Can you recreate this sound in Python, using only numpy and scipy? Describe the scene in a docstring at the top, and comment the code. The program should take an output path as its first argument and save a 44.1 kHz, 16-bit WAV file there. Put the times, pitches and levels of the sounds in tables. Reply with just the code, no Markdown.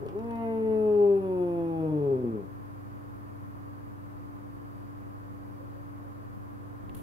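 """Cat growling on a window seat

Indoors, a little off the microphone's axis, a cat growls at another cat outside. Its vocal folds give one
long call that starts rough, clears, sinks in pitch and breaks up again; the harmonics swell and fade as
they glide across the room's standing waves. Appliances hum over quiet room noise. Later come three faint
hoots from far off, and at the end the cat shifts on the seat."""
import sys
import numpy as np
from scipy import signal
from scipy.fft import rfft, irfft, next_fast_len
from scipy.io import wavfile
from scipy.ndimage import uniform_filter1d, map_coordinates

SR = 44100
rng = np.random.default_rng(int(sys.argv[2]) if len(sys.argv) > 2 else 0)


def log_audio(samples):
    """Write samples as a 16-bit WAV file to the path given in sys.argv[1]."""
    # one column per channel
    frames = np.atleast_2d(samples).T
    # limit to full scale, then quantise
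    limited = np.clip(frames, -1, 1)
    pcm = np.round(limited * 32767).astype(np.int16)
    wavfile.write(sys.argv[1], SR, pcm)


N = 309582
TIME = np.arange(N) / SR


def amp(db):
    """Decibels to gain."""
    return 10 ** (np.asarray(db) / 20)


def along(points, hz):
    """(Hz, value) points read on a log frequency axis."""
    freqs, values = np.transpose(points)
    return np.interp(np.log(hz + 1), np.log(freqs), values)


def curve(points):
    """(seconds, value) points read at every sample."""
    return np.interp(TIME, *np.transpose(points))


def ramp(start, length):
    """0 before start, rising evenly to 1 over length seconds."""
    return np.clip((TIME - start) / length, 0, 1)


def burst(start, t60):
    """An envelope that jumps up at start and dies away."""
    age = np.maximum(TIME - start, 0)
    return (1 - np.exp(-age / 0.00034)) * amp(-60 * age / t60)


def wobble(rate):
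    """A smooth random curve, rate knots a second."""
    return map_coordinates(rng.standard_normal(int(N * rate / SR) + 4), [TIME * rate])


def filtered(x, response):
    """x through a complex frequency response."""
    size = next_fast_len(N + SR // 2)
    return irfft(rfft(x, size) * response(np.fft.rfftfreq(size, 1 / SR)), size)[..., :N]


def resonance(f, hz, width):
    """Response of one resonance."""
    return 1j * f * width / (hz * hz - f * f + 1j * f * width)


def noise(response):
    """Stereo noise of rms 1 with the given colour."""
    x = filtered(rng.standard_normal((2, N)), response)
    return x / np.sqrt(np.mean(x ** 2))


# Room tone around the microphone. Each row: frequency in Hz, mid gain in dB, side gain in dB.
ROOM_TONE = [(20, -45, -32.5), (45.2, -35, -26.5), (80, -38.5, -23.5), (213, -38, -27), (350, -42, -32.5),
             (961, -47.5, -41), (1037, -42.5, -33), (1440, -53, -44), (1550, -53, -46),
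             (2810, -65.5, -65.5), (4320, -73.5, -72), (9300, -75.5, -75), (9480, -67.5, -77),
             (9800, -74, -75), (15500, -71, -71.5)]


def room_tone():
    """Quiet, steady noise, wide and strongest in the bass."""
    bands = np.array(ROOM_TONE)
    white = rng.standard_normal((2, N))
    mid, side = filtered(white, lambda f: amp([along(bands[:, [0, column]], f) for column in (1, 2)]))
    return np.array([mid + side, mid - side])


# Appliances heard in the room. Each row: frequency in Hz, left level in dB, right level in dB,
# phase lead of the left channel in radians.
HUM_LINES = [(50, -65, -64, -2.2), (70, -62, -64, 2.2), (100.2, -50.5, -51.5, .1), (120, -55, -56, .2),
             (200.4, -63, -68, .3), (290.1, -50, -52, -.1), (350.6, -69, -68, -.9), (500.9, -71, -71, -.3),
             (1802, -75, -81, -2.3), (4631, -81, -88, -2.6), (12408, -80, -94, -1.1), (12656, -87, -99, -1)]


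def appliance_hum(drift_rad=0.21, waver_db=0.94):
    """Appliances hum and whine, each line slightly unsteady in phase and level."""
    hum = np.zeros((2, N))
    for hz, left_db, right_db, lead in HUM_LINES:
        phase = 2 * np.pi * (hz * TIME + rng.random()) + drift_rad * wobble(0.59)
        pair = np.array([amp(left_db) * np.sin(phase + lead), amp(right_db) * np.sin(phase)])
        hum += np.sqrt(2) * amp(waver_db * wobble(5)) * pair
    return hum


# The glide of the call from the window seat. Each row: time in seconds, pitch in Hz.
CALL_PITCH = [(0.1, 136.4), (0.14, 187), (0.17, 206.8), (0.2, 224.3), (0.25, 233.6), (0.84, 213.8),
              (1.21, 192.8), (1.48, 174.3), (1.82, 159.9), (1.96, 149.4), (2.14, 132.6), (2.35, 107.6),
              (2.46, 89.9)]
CALL_END_S = 2.487


def growl(slack_hz=170.2, jitter=0.088, shimmer_db=6):
    """Vocal folds rasp, catch a steady tone, then go slack and turn dull and uneven as the pitch sinks."""
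    pitch = curve(CALL_PITCH)
    slack = np.maximum(np.log2(slack_hz / pitch), 0)  # octaves below slack_hz
    rough = 0.015 + 0.63 * (1 - ramp(0.125, 0.05)) + 0.28 * slack
    unsteady_pitch = pitch * (1 + jitter * rough * wobble(110) + 0.0012 * wobble(35))
    cycles = np.cumsum(unsteady_pitch) / SR
    voice = throat(pitch, cycles, slack, rough)
    voice *= amp(effort_db() + 11.5 * slack + shimmer_db * rough * wobble(90))
    sounding = np.clip((CALL_END_S - TIME) / 0.048, 0, 1)
    return (voice + head_rings(pitch, cycles, slack)) * sounding


def effort_db(base_db=-41, swell_s=0.73, sag_db_per_s=4.5, release_s=0.13):
    """The call swells, slowly tires, gets a last push before the air runs out, and dies away."""
    swell = 15 * (ramp(0, swell_s) - 1)
    sag = sag_db_per_s * np.clip(TIME - swell_s, 0, CALL_END_S)
    push = 3.5 * ramp(1.775, 0.041)
    release = 10 * ramp(CALL_END_S - release_s, release_s)
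    return base_db + swell - sag + push - release


# The colour of the cat's throat. Each row: frequency in Hz, gain in dB.
THROAT_COLOUR = [(90, -11), (150, 4.5), (250, 4), (400, 16.5), (520, 4.5), (700, -9.5), (900, -7),
                 (1000, -17.5), (1400, -29.5), (1800, -38), (2500, -39), (3500, -66)]


def throat(pitch, cycles, slack, rough, mouth_hz=2050, mouth_width_hz=300, rasp_db=6, build_s=0.028):
    """Harmonics and breath from the folds, shaped by the throat and by the room's standing waves."""
    jaw_open = ramp(0.081, 0.23) - ramp(0.45, 0.2)
    tilt_db_per_octave = 1 + 4 * jaw_open - 14.5 * slack
    mouth_db = 14 * (ramp(0, 0.62) - ramp(0.72, 0.1))  # a bright resonance grows, then is shut off
    tone = np.zeros(N)
    for k in range(1, 17):
        hz = k * pitch
        mouth_peak = np.exp(-((hz - mouth_hz) / mouth_width_hz) ** 2)
        gain = amp(along(THROAT_COLOUR, hz) + mouth_db * mouth_peak + tilt_db_per_octave * np.log2(k))
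        # a standing wave takes build_s to build up or fade
        room = uniform_filter1d(standing_waves(hz), int(build_s * SR) + 1)
        tone += np.sqrt(2) * np.imag(gain * room * np.exp(2j * np.pi * k * cycles))
    # turbulence escapes once a cycle and takes over from the tone as the voice roughens
    breath = noise(lambda f: amp(along(THROAT_COLOUR, f)) * standing_waves(f) * (f > 80))[0]
    puffs = breath * (1 + np.cos(2 * np.pi * cycles))
    return np.clip(1 - rough ** 2, 0, 1) * tone + amp(rasp_db) * rough * puffs


# Standing waves between seat and microphone. Each row: frequency in Hz, width in Hz, gain in dB.
ROOM_MODES = [(148, 20, 4.5), (173, 20, -1.5), (231.7, 32, 9), (278.1, 12, -7.5), (300, 6.9, 6.5),
              (340, 36, 0.5), (356.4, 5, 5.5), (381.2, 4.5, -17), (391.4, 12, 4.5), (408, 28, 6),
              (458.9, 6.9, -18.5), (474, 5.4, 9.5), (483, 13, -10), (582, 5, -19.5), (607, 32, 8.5),
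              (614.5, 8, -14.5), (662, 2.2, -19), (682, 29, 6), (756, 8, -9), (815.2, 20, 11),
              (924, 7.6, 9)]


def standing_waves(f):
    """The room favours some pitches, swallows others and shifts their phase."""
    grid_hz = np.arange(1500)
    response = 1
    for hz, width, db in ROOM_MODES:
        detuning = hz ** 2 - grid_hz ** 2
        damping = 1j * grid_hz * width
        depth = amp(db / 2)
        response = response * (detuning + damping * depth) / (detuning + damping / depth)
    return np.interp(f, grid_hz, response)


# Resonances of the cat's nose, and thinner, higher ones of its head.
# Each row: frequency in Hz, width in Hz, relative gain in dB.
NOSE_MODES = [(2420, 590, 4), (3320, 220, -1.5), (4940, 700, -14.5)]
HEAD_MODES = [(10700, 390, -4), (11140, 450, -1), (11600, 900, -2.5), (13640, 1200, -7)]


def head_rings(pitch, cycles, slack, steady_s=0.15, nose_db=-72, head_db=-73.5):
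    """Each closure of the folds rings nose and head: more once the tone is steady, less when slack."""
    from_closure_s = (cycles - np.round(cycles)) / pitch
    closures = np.exp(-(from_closure_s / 3e-5) ** 2) * amp(wobble(200))
    sharpness_db = 13 * (ramp(steady_s, 0.16) - 1) - 15.5 * slack
    relaxed = ramp(steady_s, 1.1)
    nose = amp(nose_db + 4 * TIME) * sinking_ring(closures, NOSE_MODES, relaxed)  # ever more nasal
    head = amp(head_db) * sinking_ring(closures, HEAD_MODES, relaxed)
    return amp(sharpness_db) * (nose + head)


def sinking_ring(pulses, modes, relaxed, start_ratio=1.05):
    """Steep resonances fade from a higher tuning to their own as the throat relaxes; rms 1 in the call."""
    def tuned(ratio):
        return filtered(pulses, lambda f: sum(amp(db) * resonance(f, ratio * hz, width) ** 2
                                              for hz, width, db in modes))
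    ring = np.sqrt(1 - relaxed) * tuned(start_ratio) + np.sqrt(relaxed) * tuned(1)
    return ring / np.std(ring[TIME < CALL_END_S])


# Wet ticks at the cat's mouth as the call begins.
# Each row: start in seconds, overall gain in dB, extra gain of the low ring in dB.
MOUTH_TICKS = [(0.0634, -39.5, -0.5), (0.086, -49, 15), (0.114, -54.5, -3.5), (0.19, -43, 3.5),
               (0.242, -52.5, 3.5), (0.309, -43.5, 3), (0.3575, -44, 2)]


def mouth_ticks(snap_t60=0.004, ring_t60=0.018):
    """Lips and tongue part with tiny clicks that ring briefly in the mouth."""
    snap = amp(-3) * noise(lambda f: resonance(f, 7500, 16000))[0]
    ring = amp(-7) * noise(lambda f: resonance(f, 1150, 1600) ** 2)[0]
    return sum(amp(db) * (burst(start, snap_t60) * snap + amp(ring_db) * burst(start, ring_t60) * ring)
               for start, db, ring_db in MOUTH_TICKS)


def off_axis(x, lag_s=0.0002, bass_db=0.9):
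    """The cat sits off axis: the left side of the microphone hears it later, and its bass louder."""
    side = np.array([[1], [-1]])
    return filtered(x, lambda f: np.exp(-1j * np.pi * f * lag_s * side)
                    * amp(side * bass_db / (1 + (f / 500) ** 4)))


# The room's decay at the microphone. Each row: frequency in Hz, time to fall 60 dB in seconds.
WALL_DECAY = [(200, 0.64), (2000, 0.27), (12000, 0.017)]


def wall_reverb(x, low_cut_hz=800):
    """The diffuse answer of the walls, above the range of the standing waves."""
    hz, age, spectrum = signal.stft(rng.standard_normal((2, SR // 2)), SR, nperseg=256)
    decay = amp(-60 * age / along(WALL_DECAY, hz)[:, None])
    tail = signal.istft(spectrum * decay, SR, nperseg=256)[1]
    wet = signal.fftconvolve(x[None], tail / np.linalg.norm(tail[0]), axes=1)[:, :N]
    return filtered(wet, lambda f: f ** 2 / (f ** 2 + low_cut_hz ** 2))


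# Hoots far from the microphone.
# Each row: centre in seconds, half length in seconds, pitch in Hz, level in dB.
FAR_HOOTS = [(5.63, .05, 540, -56), (5.78, .04, 550, -53), (6.07, .04, 535, -57)]


def far_hoots(width_hz=60):
    """Short, soft tones: narrow bands of noise that swell and fade."""
    hoots = np.zeros((2, N))
    for centre, half_length, hz, db in FAR_HOOTS:
        swell = np.exp(-((TIME - centre) / half_length) ** 2)
        hoots += amp(db) * swell * noise(lambda f: resonance(f, hz, width_hz) ** 2)
    return hoots


# The window seat under the cat. Each row: time in seconds, level in dB.
SEAT_LEVEL = [(6.7, -67.5), (6.8, -54.5), (6.9, -44.5), (7.02, -47.5)]
# Its dull colour. Each row: frequency in Hz, relative gain in dB.
SEAT_COLOUR = [(20, -9), (45, 1), (130, -1), (250, -2), (500, -18.5), (1200, -26), (4000, -62)]


def seat_bump():
    """A faint low rumble swells to a bump as the cat shifts its weight."""
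    return amp(curve(SEAT_LEVEL)) * noise(lambda f: amp(along(SEAT_COLOUR, f)))


# Paws on the window seat.
# Each row: start in seconds, level in dB, time to fall 60 dB in seconds, treble gain in dB.
PAW_SCUFFS = [(6.894, -46, 0.032, -23), (6.947, -51.5, .05, 7.5), (6.965, -58, .4, 4.5)]
# The colour of their rubbing. Each row: frequency in Hz, relative gain in dB.
RUB_COLOUR = [(300, -8.5), (1200, -1.5), (3000, 4.5), (5000, -12), (8000, -6.5), (11000, 4), (15500, -4)]


def paw_scuffs(treble_hz=4500):
    """Paws rub over the seat in short bursts, some dull and some bright."""
    rub = noise(lambda f: amp(along(RUB_COLOUR, f)))
    treble = filtered(rub, lambda f: f ** 4 / (f ** 4 + treble_hz ** 4))
    return sum(amp(db) * burst(start, t60) * (rub + (amp(treble_db) - 1) * treble)
               for start, db, t60, treble_db in PAW_SCUFFS)


def scene(growl_db=-0.08, reverb_db=-6):
    """The cat and its room, heard from one stereo microphone indoors."""
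    cat = amp(growl_db) * growl() + mouth_ticks()
    cat_in_room = off_axis(cat) + amp(reverb_db) * wall_reverb(cat)
    movement = paw_scuffs() + seat_bump()
    return cat_in_room + movement + far_hoots() + room_tone() + appliance_hum()


def record(dry, top_hz=15760):
    """The camera keeps nothing above its band limit."""
    return filtered(dry, lambda f: f < top_hz)


dry = scene()
out = record(dry)
log_audio(out)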